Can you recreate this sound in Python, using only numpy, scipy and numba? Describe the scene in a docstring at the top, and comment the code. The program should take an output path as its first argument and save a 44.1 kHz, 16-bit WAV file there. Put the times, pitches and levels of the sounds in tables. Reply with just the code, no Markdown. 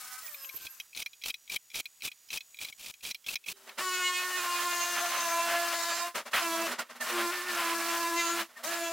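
"""A reciprocating saw cuts a wooden frame close by: wandering partials of the stroke rate over puffed grit.
Before it, a motor whine winds down nearby: tones glide down over a fading hiss.
Farther off, quick strokes rasp along a sheet as gated noise, and knocks rattle into its decaying modes.
A thin throbbing hum of steady high tones lies over the strokes; noise gives the air of the workshop.
Between the cuts the blade scrapes and chirps: noise through wood resonances, and short falling tones."""
import sys
import numpy as np
from scipy import signal
from scipy.fft import rfft, irfft, next_fast_len
from scipy.io import wavfile
from numba import njit

SR = 44100
rng = np.random.default_rng(int(sys.argv[2]) if len(sys.argv) > 2 else 0)


def attenuation_scalar(level_db):
    """Turn a level in dB into a linear amplitude multiplier (20 dB per decade)."""
    decades = np.asarray(level_db, float) / 20
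    return 10 ** decades


def master_out(mix):
    """Clip the mix to full scale and print it as 16-bit PCM to the path in sys.argv[1]."""
    frames = np.transpose(np.atleast_2d(mix))
    ceiling = np.clip(frames, -1, 1)
    pcm = np.round(ceiling * 32767).astype(np.int16)
    wavfile.write(sys.argv[1], SR, pcm)


N = 393372
T = np.arange(N) / SR


def span(t0, t1):
    """Samples between two times in seconds."""
    return slice(int(t0 * SR), int(t1 * SR))


def curve(rows, edge=-100.):
    s, *columns = np.transpose(rows)
    return np.array([np.interp(T, s, c, edge, edge) for c in columns])


def colour(x, points):
    """Filter by (Hz, dB) points joined along a logarithmic frequency axis."""
    size = next_fast_len(N)
    hz, db = np.transpose(points)
    f = np.maximum(np.arange(size // 2 + 1) * SR / size, 1)
    gain = attenuation_scalar(np.interp(np.log(f), np.log(hz), db))
    return irfft(rfft(x, size) * gain, size)[:N]


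def noise(points, lo_hz=10., hi_hz=SR / 2):
    """Coloured noise scaled to rms 1 between two frequencies."""
    x = colour(rng.standard_normal(N), points)
    f = np.linspace(0, SR / 2, 4000)[1:]
    hz, db = np.transpose(points)
    power = attenuation_scalar(2 * np.interp(np.log(f), np.log(hz), db))
    in_band = (f > lo_hz) * (f < hi_hz)
    return x / np.sqrt(np.mean(power * in_band))


def walk(rate, t=T, spread_db=None):
    """Random line with new knots rate times a second; with spread_db, a gain that wanders by some dB."""
    knots = 1.2 * rng.standard_normal(2000)
    values = knots if spread_db is None else attenuation_scalar(spread_db * knots)
    return np.interp(t - t[0], np.arange(len(knots)) / rate, values)


def tone(turns, wobble_db, drift, rate, scatter=1):
    """A sine, rms 1 before its wobble, on a phase in turns from a random start; level and phase wander."""
    t = T[:len(turns)]
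    level = np.sqrt(2) * walk(rate, t, wobble_db)
    phase = 2 * np.pi * (turns + scatter * rng.random()) + drift * walk(rate, t)
    return level * np.sin(phase)


# Steady air of the workshop. Each row: frequency in Hz, noise colour in dB.
AIR_COLOUR = [(400, -1), (1800, 5), (2600, 7), (7000, 7.5), (15800, 6)]


def room_air():
    """Steady coloured noise whose level wanders slowly."""
    return noise(AIR_COLOUR) * attenuation_scalar(-61.5) * walk(2.4, T, 0.61)


# Gear whine of the tool close by. Each row: time in seconds, pitch in Hz, level in dB.
WHINE = [(.22, 15900, -54), (.26, 15000, -48), (.41, 13040, -50), (.5, 12900, -47), (.545, 12100, -53),
         (.565, 13500, -44), (.6, 11800, -57), (.63, 13570, -52), (.8, 11600, -60), (.86, 11000, -82)]
# Shaft of the same tool. Each row: time in seconds, turns per second, first tone in dB, higher tones in dB.
SHAFT_SPEED = [(.23, 655, -62, -61), (.39, 545, -68, -59), (.48, 535, -70, -59), (.61, 517, -92, -61),
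               (.72, 530, -95, -65), (.85, 490, -95, -82)]
# Higher shaft tones. Each row: multiple of the shaft rate, level in dB over the higher-tone level.
SHAFT_TONES = [(2, -7), (3, -2), (5, -13), (9.4, -10), (12.3, -8), (23.2, -6)]
# Buzz of the tool under load. Each row: starting frequency in Hz, level in dB before the buzz level.
BUZZ_TONES = [(750, -62), (990, -63), (1244, -52), (1491, -49), (1992, -59), (2245, -61), (5200, -59),
              (8183, -60)]
# How the load comes and goes. Each row: time in seconds, buzz tones in dB, hiss in dB.
BUZZ_LEVEL = [(0, -10, -51.5), (.15, -2, -50), (.205, -4, -53.5), (.24, -30, -52)]
# Hiss of the tool. Each row: frequency in Hz, noise colour in dB.
TOOL_HISS = [(100, -8), (500, -7), (1200, 10.5), (3000, 6), (8000, 8.5), (15800, 5.5)]


def winding_tool():
    """Gear and shaft tones glide, mostly down, as the tool coasts; a rough, slightly rising buzz comes first."""
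    on = span(0, 0.868)
    t = T[on]
    whine_turns = np.cumsum(curve(WHINE, None)[0, on]) / SR
    whine = attenuation_scalar(curve(WHINE)[1, on]) * tone(whine_turns, 3.3, 1.3, 91.5)

    shaft_turns = np.cumsum(curve(SHAFT_SPEED, None)[0, on]) / SR
    first_db, higher_db = curve(SHAFT_SPEED)[1:, on]
    first = attenuation_scalar(first_db) * tone(shaft_turns, 1.5, .3, 20)
    higher = sum(attenuation_scalar(db) * tone(shaft_turns * k, 5.0, .3 * k, 28) for k, db in SHAFT_TONES)

    buzz_db, load_hiss_db = curve(BUZZ_LEVEL)[:, on]
    buzz = sum(attenuation_scalar(db) * tone(f * t * (1 + .06 * t), 3.0, 1.1, 30) for f, db in BUZZ_TONES)

    coasting = t - 0.233  # seconds since the tool is let go
    coast_hiss_db = np.where(coasting > 0, -54 - 18.5 * coasting, -100)  # fades 18.5 dB per second
    hiss = (noise(TOOL_HISS, 4400.0, 8400.0) * walk(62.6, T, 1.9))[on]

    out = np.zeros(N)
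    out[on] = whine + first + attenuation_scalar(higher_db) * higher + attenuation_scalar(buzz_db) * buzz
    out[on] += hiss * attenuation_scalar(np.maximum(coast_hiss_db, load_hiss_db))
    return out


def blows():
    """Loose knocks, and the graze, bite and stop of every stroke: (s, dB, s to build up)."""
    graze_s, graze_db = .043, -40  # a faint touch this long before each bite
    bite_db = 23.5  # bite knock over the rasp
    stop_swell_s = .007
    rows = [(s, db, 0) for s, db in KNOCKS]
    for bite, stop, rasp_db, stop_db in STROKES:
        rows.append((bite - graze_s, graze_db, 0))
        rows.append((bite, rasp_db + bite_db, 0))
        rows.append((stop - stop_swell_s / 2, stop_db, stop_swell_s))
    return rows


# Tool set down before a stroke, rebounding after it, or bumped. Each row: start in seconds, level in dB.
KNOCKS = [(0.2795, -34.5), (0.344, -31.5), (.4446, -34), (0.492, -29.5), (0.667, -26.5), (0.8, -22),
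          (.9492, -31), (1.061, -21), (1.1317, -37), (1.221, -36), (1.2376, -21.5), (1.3416, -23.5),
          (1.498, -24), (1.702, -38.5), (1.743, -24.5), (1.856, -24.5), (2.0212, -25.5), (2.116, -31.5),
          (2.3037, -25.5), (2.4066, -29.5), (2.544, -36), (2.588, -29), (2.685, -28), (2.7257, -33),
          (2.862, -27.5), (2.9395, -35), (3.1462, -22.5), (3.2642, -24), (3.316, -34), (3.356, -14),
          (3.462, -30), (3.693, -32.5)]
# Modes of the struck sheet. Each row: central frequency in Hz, central level in dB, 60 dB decay in seconds.
SHEET_MODES = [(2480, 14, 0.018), (3300, 11, 0.011), (4010, 10, 0.011), (5560, 15, 0.0024)]


def knocks():
    """Each knock rattles for a few ms into the modes of the sheet, whose pitch and level vary by blow."""
    t = np.arange(2000) / SR
    out = np.zeros(N + len(t))
    rows = blows()
    chance = rng.standard_normal((len(rows), 900))
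    for (s, db, swell), draw in zip(rows, chance):
        ring = np.zeros(len(t))
        for (f, mode_db, t60), level_chance, pitch_chance in zip(SHEET_MODES, draw[::-1], draw[-99:]):
            mode_hz = f * (1 + 0.034 * pitch_chance)
            decay = 1000 ** (-t / t60)
            ring += attenuation_scalar(mode_db + 3.0 * level_chance) * np.sin(2 * np.pi * mode_hz * t) * decay
        early = t[:len(draw)]
        rise = (early / (swell + 1 / SR)) ** 2
        fall = np.exp((swell - early) / 0.0054)
        rattle = draw * np.where(early < swell, rise, fall)
        hit = signal.fftconvolve(ring, rattle)[:len(t)]
        hit = hit / np.abs(hit).max()
        hit[:len(draw)] += attenuation_scalar(-11.0) * rattle  # the bare contact noise
        first = int(s * SR)
        out[first:first + len(t)] += attenuation_scalar(db) * hit
    return colour(out[:N], [(900, -25.5), (1800, -17.0), (2200, -1.5)])


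# Thin high hum. Each row: frequency in Hz, level in dB before the slow level.
HUM_TONES = [(4845, -89), (5814, -84), (6783, -77), (7752, -82), (9690, -89), (13517, -84)]
# Slow level of the hum. Each row: time in seconds, gain in dB.
HUM_LEVEL = [(.5, -28), (.7, 10), (2.8, 10), (3.5, -4)]


def high_hum():
    """Steady high tones throb together in level."""
    on = span(0, 3.5)
    throb_hz, throb_depth = 69.5, 0.47
    hum = sum(attenuation_scalar(db) * tone(f * T[on], 1.5, 0.33, 3.57) for f, db in HUM_TONES)
    throb = 1 + throb_depth * np.sin(2 * np.pi * throb_hz * T[on])
    out = np.zeros(N)
    out[on] = hum * throb * attenuation_scalar(curve(HUM_LEVEL)[0, on])
    return out


# Dull bumps as the tool is laid down. Each row: start in seconds, level in dB before colouring.
THUDS = [(.542, -45), (.65, -47)]


def thuds():
    """Each bump is a sudden burst of dull noise that dies away exponentially."""
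    bumps = sum(attenuation_scalar(db) * (T > s) * np.exp(-(T - s).clip(0) / .012) for s, db in THUDS)
    return bumps * noise([(300, -8), (900, -17)])


# Quick strokes on the sheet. Each row: blade bites in seconds, blade stops in seconds, rasp in dB,
# stop knock in dB.
STROKES = [(0.973, 1.02, -47.5, -24), (1.259, 1.3, -46.5, -18.5), (1.52, 1.559, -46.5, -14),
           (1.758, 1.798, -44.5, -23.5), (2.0497, 2.0766, -44.5, -24), (2.33, 2.371, -46, -20),
           (2.613, 2.647, -48.5, -23.5), (3.051, 3.109, -47, -21), (3.286, 3.335, -44, -30),
           (3.4834, 3.517, -45.5, -41)]
# Slow strokes without bite. Each row: start in seconds, end in seconds, early level in dB.
SLIDES = [(0.556, 0.67, -62.5), (2.658, 2.705, -61.5), (2.788, 2.91, -58.5)]
# Rasp of the blade. Each row: frequency in Hz, noise colour in dB.
RASP = [(1500, -7), (2050, -7.5), (2400, 6), (2850, 2), (3300, 3.5), (4200, 1), (8000, -3), (15800, -6.5)]


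def strokes():
    """Dense, uneven scratching: faint at first, full at the bite, cut short; slides swell in."""
    lead_s, lead_db, trail_s = 0.027, -4.5, 0.0065  # rasp before the bite, its level, rasp after the stop
    level = np.zeros(N)
    for bite, stop, db, _ in STROKES:
        times = [bite - lead_s, bite - .002, bite, stop + trail_s, stop + trail_s + 0.0076]
        level += np.interp(T, times, [0, attenuation_scalar(db + lead_db), attenuation_scalar(db), attenuation_scalar(db - 1.0), 0])
    for start, end, db in SLIDES:
        times = [start - .012, start + 0.0081, end, end + 0.007]
        level += np.interp(T, times, [0, attenuation_scalar(db), attenuation_scalar(db + 6.0), 0])
    return noise(RASP, 8000., 11000.) * level * walk(260, T, 2.2) * walk(70, T, 1.8)


# Thin tones before the first cut. Each row: frequency in Hz, level in dB before the slow level.
IDLE_TONES = [(388, -68), (3101, -70), (3876, -72)]
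# Slow level of those tones. Each row: time in seconds, gain in dB.
IDLE_LEVEL = [(3.4, -25), (3.54, -2), (3.78, -4), (3.85, -34)]


def idle_tones():
    """A few thin steady pitches, wandering in level and phase, until the first cut."""
    on = span(3.4, 3.85)
    tones = sum(attenuation_scalar(db) * tone(f * T[on], 2.5, 0.9, 50) for f, db in IDLE_TONES)
    out = np.zeros(N)
    out[on] = tones * attenuation_scalar(curve(IDLE_LEVEL)[0, on])
    return out


# Blade dragged, set down or started between cuts, close by. Each row: peak in seconds, level in dB,
# time to die away in seconds, treble in dB over the level.
HANDLING = [(3.56, -60.5, 0.62, -21), (3.676, -51, 0.072, -46), (3.787, -33, 0.059, -32),
            (6.156, -30.5, 0.088, -26), (6.264, -40.5, 0.047, -29), (6.318, -45, 0.031, -24),
            (6.343, -31.5, 0.045, -29), (6.668, -33.5, 0.13, -27), (6.718, -35, 0.042, -24.5),
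            (6.793, -30.5, 0.054, -26.5), (6.9, -45.5, 0.063, -44), (6.96, -49, 0.046, -25),
            (7.011, -37, 0.17, -20.5), (8.491, -55, 0.12, -32), (8.572, -48.5, 0.1, -26),
            (8.639, -39.5, 0.17, -18)]
# Resonances of the wooden frame. Each row: frequency in Hz, width in Hz, level in dB.
FRAME = [(245.2, 5.7, 9.5), (638, 74, 4.5), (1174, 990, 5), (1800, 110, -3), (2700, 110, -6)]
# Hiss of scrapes and cutting. Each row: frequency in Hz, noise colour in dB.
GRIT = [(2000, -21), (4000, 4.5), (8000, 4.5), (15800, 0)]


def handling():
    """Scrapes ring the broad resonances of the wooden frame, with a hiss above."""
    body, treble, rise = np.zeros(N), np.zeros(N), .017
    for s, db, length, treble_db in HANDLING:
        on = span(s - rise, s + length)
        since = T[on] - s
        shape = np.where(since < 0, (1 + since / rise) ** 2, np.cos(np.pi / 2 * since / length) ** 2)
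        body[on] += shape * attenuation_scalar(db)
        treble[on] += shape ** 2 * attenuation_scalar(db + treble_db)
        # the room holds on to the wood tone
        on = span(s, s + .3)
        since = T[on] - s
        body[on] += attenuation_scalar(db - 8.5) * (1 - np.exp(-since / length)) * 1000 ** (-since / 0.27)
    scrape = rng.standard_normal(N) * walk(100, T, 1.0)
    modes = sum(attenuation_scalar(db) * signal.lfilter(*signal.iirpeak(f, f / w, SR), scrape) for f, w, db in FRAME)
    wood = colour(modes, [(60, -46), (180, 13)])
    return body * wood / wood.std() + treble * noise(GRIT, 8650.0, 8790.0)


# One table per cut, close by. Each row: time in seconds, nominal stroke rate in Hz, hiss in dB,
# low grind in dB over it, frequency in Hz where the frame rings loudest.
CUTS = [
    [(3.78, 384.3, -47, -2, 1240), (3.88, 368.7, -42, -12.5, 1100), (4.1, 360, -43, -13, 1800),
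     (4.36, 366, -41.5, -12, 1786), (4.43, 353, -43, -5.5, 990), (4.6, 351.6, -40.5, -7.5, 1016),
     (5.05, 348, -41.5, -6, 729.3), (5.15, 348.3, -44.5, -0.5, 1117), (5.32, 336, -40, -9, 1090),
     (5.55, 342.6, -40, -8, 732), (5.8, 338.3, -42, -7, 897), (6.08, 344.5, -46.5, -6.5, 895)],
    [(6.33, 370, -47.5, 4, 1087), (6.46, 334, -40, -10, 989), (6.665, 331, -43, -7, 811)],
    [(7.005, 363, -60, -4, 1093), (7.1, 358.4, -44, -2, 1808), (7.118, 353, -44, -4, 1170),
     (7.305, 344.4, -42, -7.5, 1010), (7.325, 365.6, -50, 1, 1788), (7.41, 350.2, -47, -3, 1765),
     (7.45, 365, -53.5, 0, 1836), (7.52, 349.3, -44, -4.5, 1590), (7.68, 335.3, -41.5, -6, 930),
     (7.82, 334.7, -42.5, -4.5, 698.4), (7.92, 339.3, -41, -6, 1029), (8.2, 338.7, -41, -12, 1063),
     (8.41, 338.8, -43, -4, 1506)],
    [(8.635, 329.5, -49.5, -9, 620), (8.725, 341, -45, -3, 728), (8.92, 335.4, -46, -11, 714)],
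]
# How each cut shakes the frame. Each row: stroke tone, its multiple 2, its multiple 3, bounce,
# in dB over the hiss before load and ringing.
SHAKE = [(-7, 2.5, 1.5, -9), (2.5, 2, 1, 0), (2, -2, 2, -2), (2.5, 3.5, -2.5, -12)]
# Further multiples. Each row: multiple of the stroke rate, level in dB over the hiss before ringing.
OVERTONES = [(4, -0.5), (5, 1.5)]
# Upper stack. Each row: multiple of the stroke rate, relative level in dB.
UPPER = [(6, -7), (8, -6), (9, -12), (12, -12), (16, -17), (24, -20)]
# Bounce of the frame. Each row: multiple of a third of the stroke rate, relative level in dB.
BOUNCE = [(2, -5), (4, -8.5), (10, 7)]
# The blade chatters in the cut. Each row: start in seconds, end in seconds, level in dB over the hiss.
CHATTER = [(6.55, 6.646, -14), (7.085, 7.27, -8)]
# Delay of each cut's stroke tone: one number per cut, the time in seconds to come in fully.
SETTLE_S = [0.012, 0.11, 0.14, 0.034]
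# High partials stand out as the first cut ends. Each row: time in seconds, gain in dB.
SQUEAL = [(5.6, -2), (5.75, 7), (6.03, 10), (6.08, -4)]
# The blade sings on partials near a moving pitch. Each row: time in seconds, pitch in Hz, gain in dB.
BLADE = [(4.65, 7000, 6), (4.8, 6570, 16), (5, 6300, 13), (5.3, 6287, 20), (5.55, 6713, 0),
         (5.95, 7330, 11.5), (6.08, 7590, -1), (8.1, 6600, -2), (8.25, 6590, 15), (8.41, 6844, 13)]
# Low grind of the cut. Each row: frequency in Hz, noise colour in dB.
GRIND = [(170, -48), (230, 2), (450, 2), (620, 17.5), (820, 16), (1300, 21.5), (3000, 17), (6000, 0)]


def saw():
    """Blade strokes give a stack of wandering partials; cutting grit is puffed once a stroke."""
    free_hz, sag_hz = 357, 12.2  # stroke rate in air; drop under full load
    run_out_s, run_out_db = 0.075, -30  # all dies away at the stop
    on = span(3.7, 9)
    t = T[on]
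    hz, grit_db, grind_db, ring_hz = curve(sum(CUTS, []), None)[:, on]
    start, stop = np.array([(cut[0][0], cut[-1][0]) for cut in CUTS]).T
    which = np.maximum(np.searchsorted(start, t) - 1, 0)  # the latest cut
    since = t - start[which]
    after = np.maximum(t - stop[which], 0) / run_out_s

    # the rate trembles, and starts 30 % low at each cut
    spin_up = .3 * np.exp(-since.clip(0) / .016)
    turns = np.cumsum(hz * (1 + .005 * walk(75, t) - spin_up)) / SR
    running = (since / 0.0096).clip(0, 1) * (after < 1) * attenuation_scalar(run_out_db * after)
    caught = attenuation_scalar(0.093 * run_out_db * after.clip(0, 1))  # tones die a little faster than grit
    # grit levels stay as they were at the stop
    held = np.where(after > 0, np.searchsorted(t, stop[which]), np.arange(len(t))).clip(0, len(t) - 1)
    grit_db, grind_db = grit_db[held], grind_db[held]
    unloaded = 1 - ((free_hz - hz) / sag_hz).clip(0, 1)
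    first_db, second_db, third_db, bounce_db = np.transpose(SHAKE)[:, which]

    def ring_db(k):
        """Boost of a partial near the pitch where the frame rings, within about 0.24 octave."""
        return 6 * np.exp(-(np.log2(k * hz / ring_hz) / 0.24) ** 2)

    settled = (since / np.array(SETTLE_S)[which]).clip(0, 1) ** 4
    low = attenuation_scalar(first_db + 3.5 * unloaded) * settled * walk(6, t, 1.5) * tone(turns, 1.3, .3, 30)
    for k, db in [(2, second_db - 16 * unloaded), (3, third_db)] + OVERTONES:
        low = low + attenuation_scalar(db + ring_db(k)) * walk(7.4, t, 1.6) * tone(k * turns, 2.5, 0.46, 40, 0.63)

    # upper partials come and go on their own as the blade finds new wood
    squeal_db = curve(SQUEAL, 0)[0, on]
    blade_hz, blade_db = curve(BLADE, None)[:, on]
    order, order_db = np.transpose(UPPER)
    upper = np.zeros(len(t))
    for k in range(6, 25):
        sings_db = blade_db * np.exp(-((k * hz - blade_hz) / 350.0) ** 2)
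        gain_db = np.interp(k, order, order_db) + ring_db(k) / 2 + (k > 10) * squeal_db + sings_db
        upper += attenuation_scalar(gain_db) * walk(14, t, 1.8) * tone(k * turns, 2.6, .6, 30, .7)
    # the harder the blade grinds, the weaker the clean upper stack
    upper *= attenuation_scalar(-5.0 - 0.85 * grind_db) * walk(24, t, 2.5)

    # the frame jumps every third stroke, more under load
    bounce = sum(attenuation_scalar(db) * tone(k * turns / 3, 4.9, 2.1, 30) for k, db in BOUNCE)
    bounce = bounce * attenuation_scalar(bounce_db + 1.8 * grind_db - 8 * unloaded)
    chatter = sum(attenuation_scalar(db) * np.interp(t, [a, a + 0.017, b - .01, b], [0, 1, 1, 0]) for a, b, db in CHATTER)
    chatter = chatter * sum(tone(k * turns / 3, 3.0, .4, 20) for k in range(2, 22) if k % 3)

    hiss = noise(GRIT, 6640.0, 12800.0)
    rub = colour(hiss, [(4500, -4.5), (7500, -13)])[on]  # the lower hiss grows with the grind
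    grind = attenuation_scalar(1.39 * grind_db + 15.0) * walk(28, t, 2.9) * noise(GRIND)[on]
    grit = hiss[on] + (attenuation_scalar(0.93 * (grind_db + 12.5)) - 1) * rub + grind
    puffs = 1 + 0.17 * np.cos(2 * np.pi * turns)
    grit = grit * puffs * walk(50, t, 0.43)

    out = np.zeros(N)
    out[on] = running * attenuation_scalar(grit_db) * (caught * (low + upper) + bounce + chatter + grit)
    return out


# Short chirps of the blade against the wood. Each row: centre in seconds, pitch there in Hz, level in dB.
CHIRPS = [(6.803, 1416, -33), (7.02, 1770, -31), (8.575, 1816, -46), (8.605, 667, -53)]


def chirps():
    """Each chirp is a short bell-shaped tone with slightly falling pitch."""
    half_s, fall = 0.0122, 0.025  # half length in seconds; share of pitch lost over it
    out = np.zeros(N)
    for s, hz, db in CHIRPS:
        on = span(s - 2 * half_s, s + 2 * half_s)
        u = T[on] - s
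        turns = hz * u * (1 - fall * u / half_s / 2)
        out[on] += attenuation_scalar(db) * np.exp(-(u / half_s) ** 2) * tone(turns, 1.4, 0.73, 142)
    return out


def spread(x, side):
    """Left and right: the side is the same sound scrambled, leaning a little to the right."""
    other = colour(x * (walk(140) - .15), side)
    return np.array([x + other, x - other])


# Stereo width of the far sounds. Each row: frequency in Hz, side filter gain in dB.
FAR_SIDE = [(700, -2.5), (1300, -3.5), (2400, -21), (4400, -20.5), (8000, -14), (15000, -4.5)]
# Stereo width of the sounds close by. Each row: frequency in Hz, side filter gain in dB.
NEAR_SIDE = [(110, -13), (380, -19), (1300, -35), (3800, -22.5), (5000, -5), (15000, -2)]


def scene():
    """The far sounds and the close ones have their own stereo width."""
    far = room_air() + knocks() + high_hum() + strokes()
    near = winding_tool() + thuds() + idle_tones() + handling() + saw() + chirps()
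    return spread(far, FAR_SIDE) + spread(near, NEAR_SIDE)


@njit
def follower(x, attack, release):
    """Envelope that rises fast and falls slowly."""
    out, e = np.empty(len(x)), 1e-4
    for i in range(len(x)):
        e += (x[i] - e) * (attack if x[i] > e else release)
        out[i] = e
    return out


def low_pass(x):
    """Removes everything above the highest recorded frequency."""
    return signal.sosfilt(signal.butter(12, 17050, fs=SR, output="sos"), x)


def record(dry):
    """Microphone gain control dips the background after loud bursts; peaks are rounded, the top is cut."""
    envelope = follower(np.abs(dry).max(axis=0), 1 / (0.0043 * SR), 1 / (0.06 * SR))  # rise, fall in s
    x = dry * attenuation_scalar(1.5) * (1 + envelope / attenuation_scalar(-58.5)) ** -.12
    x = .115 * np.tanh(x / .115)
    top_cut = signal.ellip(10, .2, 80, 15850, fs=SR, output="sos")
    x = signal.sosfilt(top_cut, x)
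    return low_pass(x)


dry = scene()
out = record(dry)
master_out(out)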